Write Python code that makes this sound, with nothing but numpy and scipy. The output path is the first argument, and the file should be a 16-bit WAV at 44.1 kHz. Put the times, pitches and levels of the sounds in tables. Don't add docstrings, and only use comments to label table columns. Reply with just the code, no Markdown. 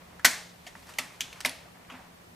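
import sys
import numpy as np
from scipy import signal
from scipy.fft import rfft, irfft
from scipy.io import wavfile
from scipy.ndimage import uniform_filter1d

SR = 44100
rng = np.random.default_rng(int(sys.argv[2]) if len(sys.argv) > 2 else 0)


def gain_from_decibels(decibels):
    exponent = np.asarray(decibels, float) / 20
    return 10 ** exponent


def transcribe(signal):
    frames = np.atleast_2d(signal).T
    limited = np.clip(frames, -1, 1)
    pcm = np.round(limited * 32767).astype(np.int16)
    wavfile.write(sys.argv[1], SR, pcm)


N = 103635

# t/s, level of the table push/dB, level of the case knock/dB,
# f/Hz of the part of the case that is driven most
BLOWS = [(.252, -34.5, -31, 980), (.668, -65, -45.5, 725), (.753, -51.5, -43, 954),
         (0.987, -45.5, -36.5, 620), (0.991, -54, -34.5, 1150), (1.208, -50, -54, 1150),
         (1.451, -38, -32, 610), (1.455, -76, -30.5, 920), (1.484, -60, -44, 920), (1.656, -72, -48, 680),
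         (1.907, -45, -52, 1150), (1.931, -46.5, -63, 720)]


def rms_one(x):
    return x / np.sqrt(np.mean(x ** 2) + 1e-20)


def at_hz(points, hz):
    f, value = np.transpose(points)
    return np.interp(np.log(hz), np.log(f), value)


def ring(x, hz, t60):
    radius = gain_from_decibels(-60 / (max(t60, 0.002) * SR))
    w = 2 * np.pi * hz / SR
    return signal.lfilter([0, np.sin(w)], [1, -2 * radius * np.cos(w), radius ** 2], x + 1e-18)


def ticks(shape, rate, spread_db):
    sizes = gain_from_decibels(spread_db * np.minimum(rng.exponential(1, shape), 4))
    signs = rng.choice([-1, 1], shape)
    return sizes * signs * (rng.random(shape) < rate / SR)


def bin_hz(n):
    return np.maximum(np.arange(n // 2 + 1) * SR / n, 10)


def coloured(x, spectrum):
    n = x.shape[-1]
    return irfft(rfft(x) * gain_from_decibels(at_hz(spectrum, bin_hz(n))), n)


def drift(rate):
    hz = np.arange(N // 2 + 1) * SR / N
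    gain = (hz > 0) / (1 + (hz / rate) ** 2)
    return rms_one(irfft(rfft(rng.standard_normal(N)) * gain, N))


def pair(mid, side, alike):
    alike = np.clip(alike, -1, 1)
    return np.sqrt(1 + alike) * mid + np.sqrt(1 - alike) * side * [[1], [-1]]


def hiss():
    # f/Hz, level per Hz/dB (relative)
    hiss_colour = [(12, -49), (20, -9.5), (120, -5), (181, -3.5), (361, -8), (662, -7), (825, -9),
                   (1030, -10.5), (1150, -10.5), (1470, -14), (1940, -14), (5090, -21.5), (14500, -29)]
    # f/Hz, correlation (-1 to 1)
    hiss_likeness = [(60, 0.82), (130, 1), (290, 0.45), (640, -0.26), (1410, -0.8), (3100, -0.3),
                     (6820, 0.17), (15000, 1)]
    mid, side = rfft(coloured(rng.standard_normal((2, N)), hiss_colour))
    stereo = irfft(pair(mid, side, at_hz(hiss_likeness, bin_hz(N))), N)
    return gain_from_decibels(-54) * rms_one(stereo)


def hum():
    # f/Hz, width at half amplitude/Hz, rms level/dB
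    hum_bands = [(74.6, 16, -68), (114, 8.5, -70)]
    white = rfft(rng.standard_normal(N))
    out = np.zeros(N)
    for f, width, db in hum_bands:
        resonance = 1 / (1 + (2 * (bin_hz(N) - f) / width) ** 2)
        out += gain_from_decibels(db) * rms_one(irfft(white * resonance, N))
    return out


def motor_tone():
    tone_hz, waver_hz = 175.6, 1.5
    level_db, waver_db = -63, 2
    level = gain_from_decibels(level_db + waver_db * drift(6.3))
    phase = 2 * np.pi * np.cumsum(tone_hz + waver_hz * drift(1.6)) / SR
    return level * np.sqrt(2) * np.sin(phase)


def rubbing():
    # t/s, level/dB
    rub_level = [(0, -59), (.6, -59.5), (.85, -56), (.87, -52.5), (.97, -52.5), (1.1, -55), (1.38, -54),
                 (1.6, -58.5), (1.74, -62.5), (1.755, -54), (1.78, -62.5), (1.89, -60.5), (1.903, -50),
                 (1.96, -52), (2.01, -54), (2.045, -59), (2.055, -52.5), (2.075, -62), (2.35, -64.5)]
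    # f/Hz, level per Hz/dB (relative)
    dull_colour = [(250, -30.5), (500, 3), (1000, 6.5), (2000, 2), (3500, -9.5), (6000, -17.5),
                   (14000, -32)]
    # f/Hz, level per Hz/dB (relative)
    bright_colour = [(800, -27.5), (2000, -4.5), (5000, -5.5), (9000, -8.5), (13000, -12.5), (16000, -30.5)]
    # t/s, share of the bright part (0 to 1)
    bright_share = [(0, 0.06), (.8, 0.48), (1.45, 0.27), (1.7, 0.04), (2.35, 0)]
    grains_per_s, grain_spread_db, lumps_db = 6500, 2.3, 2.2
    t = np.arange(N) / SR
    share = np.clip(np.interp(t, *np.transpose(bright_share)), 0, 1)
    grains = ticks(N, grains_per_s, grain_spread_db) * gain_from_decibels(lumps_db * drift(33))
    dull = rms_one(coloured(grains, dull_colour))
    bright = rms_one(coloured(grains, bright_colour))
    return gain_from_decibels(np.interp(t, *np.transpose(rub_level))) * ((1 - share) * dull + share * bright)


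def tray_response(hz, size):
    # f/Hz, level/dB
    tray_strength = [(500, -27), (1000, -18), (1500, -20), (2000, -6.5), (2700, -3), (4500, -1), (6400, 0),
                     (8500, -4), (11000, -5.5), (13000, -4), (14000, -25), (15200, -6), (16300, -29.5)]
    tray_t60_s = 0.004
    click = np.eye(1, size)[0]
    return np.array([(-1) ** k * gain_from_decibels(at_hz(tray_strength, f)) * ring(click, f, tray_t60_s)
                     for k, f in enumerate(hz)])


def short_time_peak_one(x):
    return x / np.sqrt(uniform_filter1d(x ** 2, size=132).max())


def contacts():
    # t/s, level/dB, f/Hz of the contact's own ring,
    # tray ring re that level/dB, chatter t60/s
    contact_list = [(0.1946, -30.5, 1680, -22.5, 0.027), (0.2460, -16, 8650, -7.5, 0.027),
                    (0.2467, -4.5, 2010, -16, 0.017), (0.2491, 0, 1877, -12.5, 0.029),
                    (0.2529, -9.5, 5760, -7.5, 0.025), (0.2557, -11.5, 11500, -7.5, 0.027),
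                    (0.2588, -11.5, 2000, -13, 0.029), (0.2613, -20, 6460, -4.5, 0.044),
                    (0.2675, -21, 4760, -17, 0.015), (0.6662, -33, 2960, -12, 0.046),
                    (0.6716, -33, 2000, -12, 0.047), (0.6826, -42.5, 2200, -12, 0.04),
                    (0.7525, -29.5, 1980, -27, 0.0087), (0.9379, -41.5, 2830, -6.5, 0.017),
                    (0.9852, -23.5, 7000, -5, 0.0067), (0.9866, -11.5, 2050, -14, 0.013),
                    (0.9912, -24, 2840, -8, 0.035), (1.2024, -34.5, 1820, -22, 0.0094),
                    (1.2067, -17.5, 6780, -10.5, 0.014), (1.2078, -17, 3300, -18.5, 0.01),
                    (1.2130, -25.5, 3070, -10.5, 0.013), (1.2157, -24, 2900, -13, 0.021),
                    (1.3279, -29, 2560, -15, 0.024), (1.405, -26.5, 1780, -8.5, 0.014),
                    (1.411, -31.5, 1770, -6, 0.0073), (1.4484, -17, 2240, -13, 0.021),
                    (1.4497, -7.5, 2240, -20.5, 0.015), (1.4533, -21.5, 3000, -13, 0.03),
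                    (1.4576, -22.5, 1950, -1.5, 0.035), (1.494, -23.5, 10300, -12, 0.0069),
                    (1.849, -39, 2200, -17.5, 0.014), (1.9, -34, 2920, -22, 0.053),
                    (1.9215, -36, 2400, -20, 0.02)]
    ticks_per_s, tick_spread_db, lead_tick_db = 9000, 4, 15
    rise_s = 0.0005
    own_ring_db, ring_at_2khz_s = -12.5, 0.0051
    sharp_at_30_hz, octaves_per_10_db = 7000, 1
    mode_spread_db, low_cut_hz = 1.5, 380

    size = 4096
    t = np.arange(size) / SR
    modes_hz = np.arange(480, 16400, 260.0)
    modes_hz = modes_hz + rng.uniform(-80, 80, len(modes_hz))
    responses = tray_response(modes_hz, size)
    out = np.zeros(N + SR)
    for s, db, hz, tray_db, t60 in contact_list:
        train = ticks(size, ticks_per_s, tick_spread_db)
        train[int(rise_s * SR) + 1] = gain_from_decibels(lead_tick_db)
        chatter = train * (1 - np.exp(-t / rise_s)) * gain_from_decibels(-60 * t / max(t60, 0.002))

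        response = gain_from_decibels(rng.normal(0, mode_spread_db, len(modes_hz))) @ responses
        tray = signal.fftconvolve(chatter, response)[:size]
        sharp_hz = sharp_at_30_hz * 2 ** (octaves_per_10_db * (db + tray_db + 30) / 10)
        sharp_hz = np.clip(sharp_hz, 1000, 18000)
        tray = signal.lfilter(*signal.butter(1, sharp_hz, fs=SR), tray)

        ring_s = ring_at_2khz_s * np.sqrt(2000 / hz)
        own = ring(ring(chatter, hz, ring_s), hz, ring_s / 2)
        both = gain_from_decibels(own_ring_db) * short_time_peak_one(own) + gain_from_decibels(tray_db) * short_time_peak_one(tray)
        start = int((s - rise_s) * SR)
        out[start:start + size] += gain_from_decibels(db) * both
    return signal.sosfilt(signal.butter(2, low_cut_hz, "high", fs=SR, output="sos"), out[:N])


def disc():
    # f/Hz, level re the blow/dB, t60/s
    disc_modes = [(1388, -15, 0.056), (1500, -4.5, 0.066), (1644, -12, 0.054), (1770, -20, .05),
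                  (1944, 4.5, 0.033), (2110, -12.5, 0.054)]
    snap_s, snap_db = 0.2497, -11
    blow = np.zeros(N)
    blow[int(snap_s * SR)] = gain_from_decibels(snap_db)
    return sum((-1) ** k * gain_from_decibels(db) * ring(blow, hz, t60) for k, (hz, db, t60) in enumerate(disc_modes))


def case_knock():
    # f/Hz, level/dB, t60/s
    case_modes = [(470, -2, 0.14), (620, 1, 0.048), (720, 4, .05), (920, 6.5, 0.021), (1150, -0.5, 0.043),
                  (1320, 6, 0.083)]
    reach_octaves = 0.21
    s, _, case_db, near_hz = np.transpose(BLOWS)
    out = np.zeros(N)
    for k, (hz, db, t60) in enumerate(case_modes):
        nearness = np.exp(-(np.log2(hz / near_hz) / reach_octaves) ** 2)
        knock = np.zeros(N)
        knock[(s * SR).astype(int)] = gain_from_decibels(case_db + db) * nearness
        out += (-1) ** k * ring(knock, hz, t60)
    return out


def table_thump():
    # f/Hz, level/dB, t60/s
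    table_modes = [(153, -10, 0.1), (259, 0, 0.13), (372, -11, .08)]
    lag_s = 0.0122
    s, table_db, _, _ = np.transpose(BLOWS)
    push = np.zeros(N)
    push[((s + lag_s) * SR).astype(int)] = gain_from_decibels(table_db)
    return sum(gain_from_decibels(db) * ring(push, hz, t60) for hz, db, t60 in table_modes)


def thumps():
    band = signal.butter(2, [110, 1800], "band", fs=SR, output="sos")
    return signal.sosfilt(band, case_knock() + table_thump())


def fading(power, t60):
    kept = gain_from_decibels(-2 * 60 / (t60 * SR))
    return signal.lfilter([1 - kept], [1, -kept], power)


def room(x):
    # f/Hz, t60/s
    room_t60 = [(200, 0.14), (530, 0.84), (1390, 0.41), (3680, 0.56), (9700, 0.39)]
    # f/Hz, level/dB
    room_level = [(200, -11), (600, -7.5), (1700, -11), (3000, -9.5), (5500, -9.5), (9000, -9),
                  (15000, -17)]
    # f/Hz, correlation (-1 to 1)
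    room_likeness = [(200, .7), (600, 0.96), (1700, 0.84), (4000, 0.91), (9000, 0.72), (15000, 0.85)]
    onset_s = 0.0011
    early_t60_s, early_db = 0.132, 1
    edges_hz = 110 * 2 ** np.arange(0, 7.4, 1 / 3)
    white = rng.standard_normal((2, 2, N))
    onset = np.exp(-1 / (onset_s * SR))
    out = np.zeros((2, N))
    for k, (low, high) in enumerate(zip(edges_hz, edges_hz[1:])):
        hz = np.sqrt(low * high)
        band = signal.butter(2, [low, high], "band", fs=SR, output="sos")
        power = signal.lfilter([1 - onset], [1, -onset], signal.sosfilt(band, x) ** 2)
        late = fading(power, max(at_hz(room_t60, hz), 0.05))
        early = gain_from_decibels(2 * early_db) * fading(power, early_t60_s)
        mid, side = signal.sosfilt(band, white[k % 2])
        noise = rms_one(pair(mid, side, at_hz(room_likeness, hz)))
        out += gain_from_decibels(at_hz(room_level, hz)) * np.sqrt(np.abs(late + early)) * noise
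    return out


def scene():
    background = hiss() + hum() + motor_tone()
    near = rubbing() + contacts() + disc() + thumps()
    return near + room(near) + background


def band_limit(x):
    return signal.sosfilt(signal.butter(12, 16660, fs=SR, output="sos"), x)


def record(dry):
    rounded = np.tanh(dry)
    top_cut = signal.cheby2(12, 50, 16000, fs=SR, output="sos")
    mix = signal.sosfilt(top_cut, rounded)
    return band_limit(mix)


dry = scene()
out = record(dry)
transcribe(out)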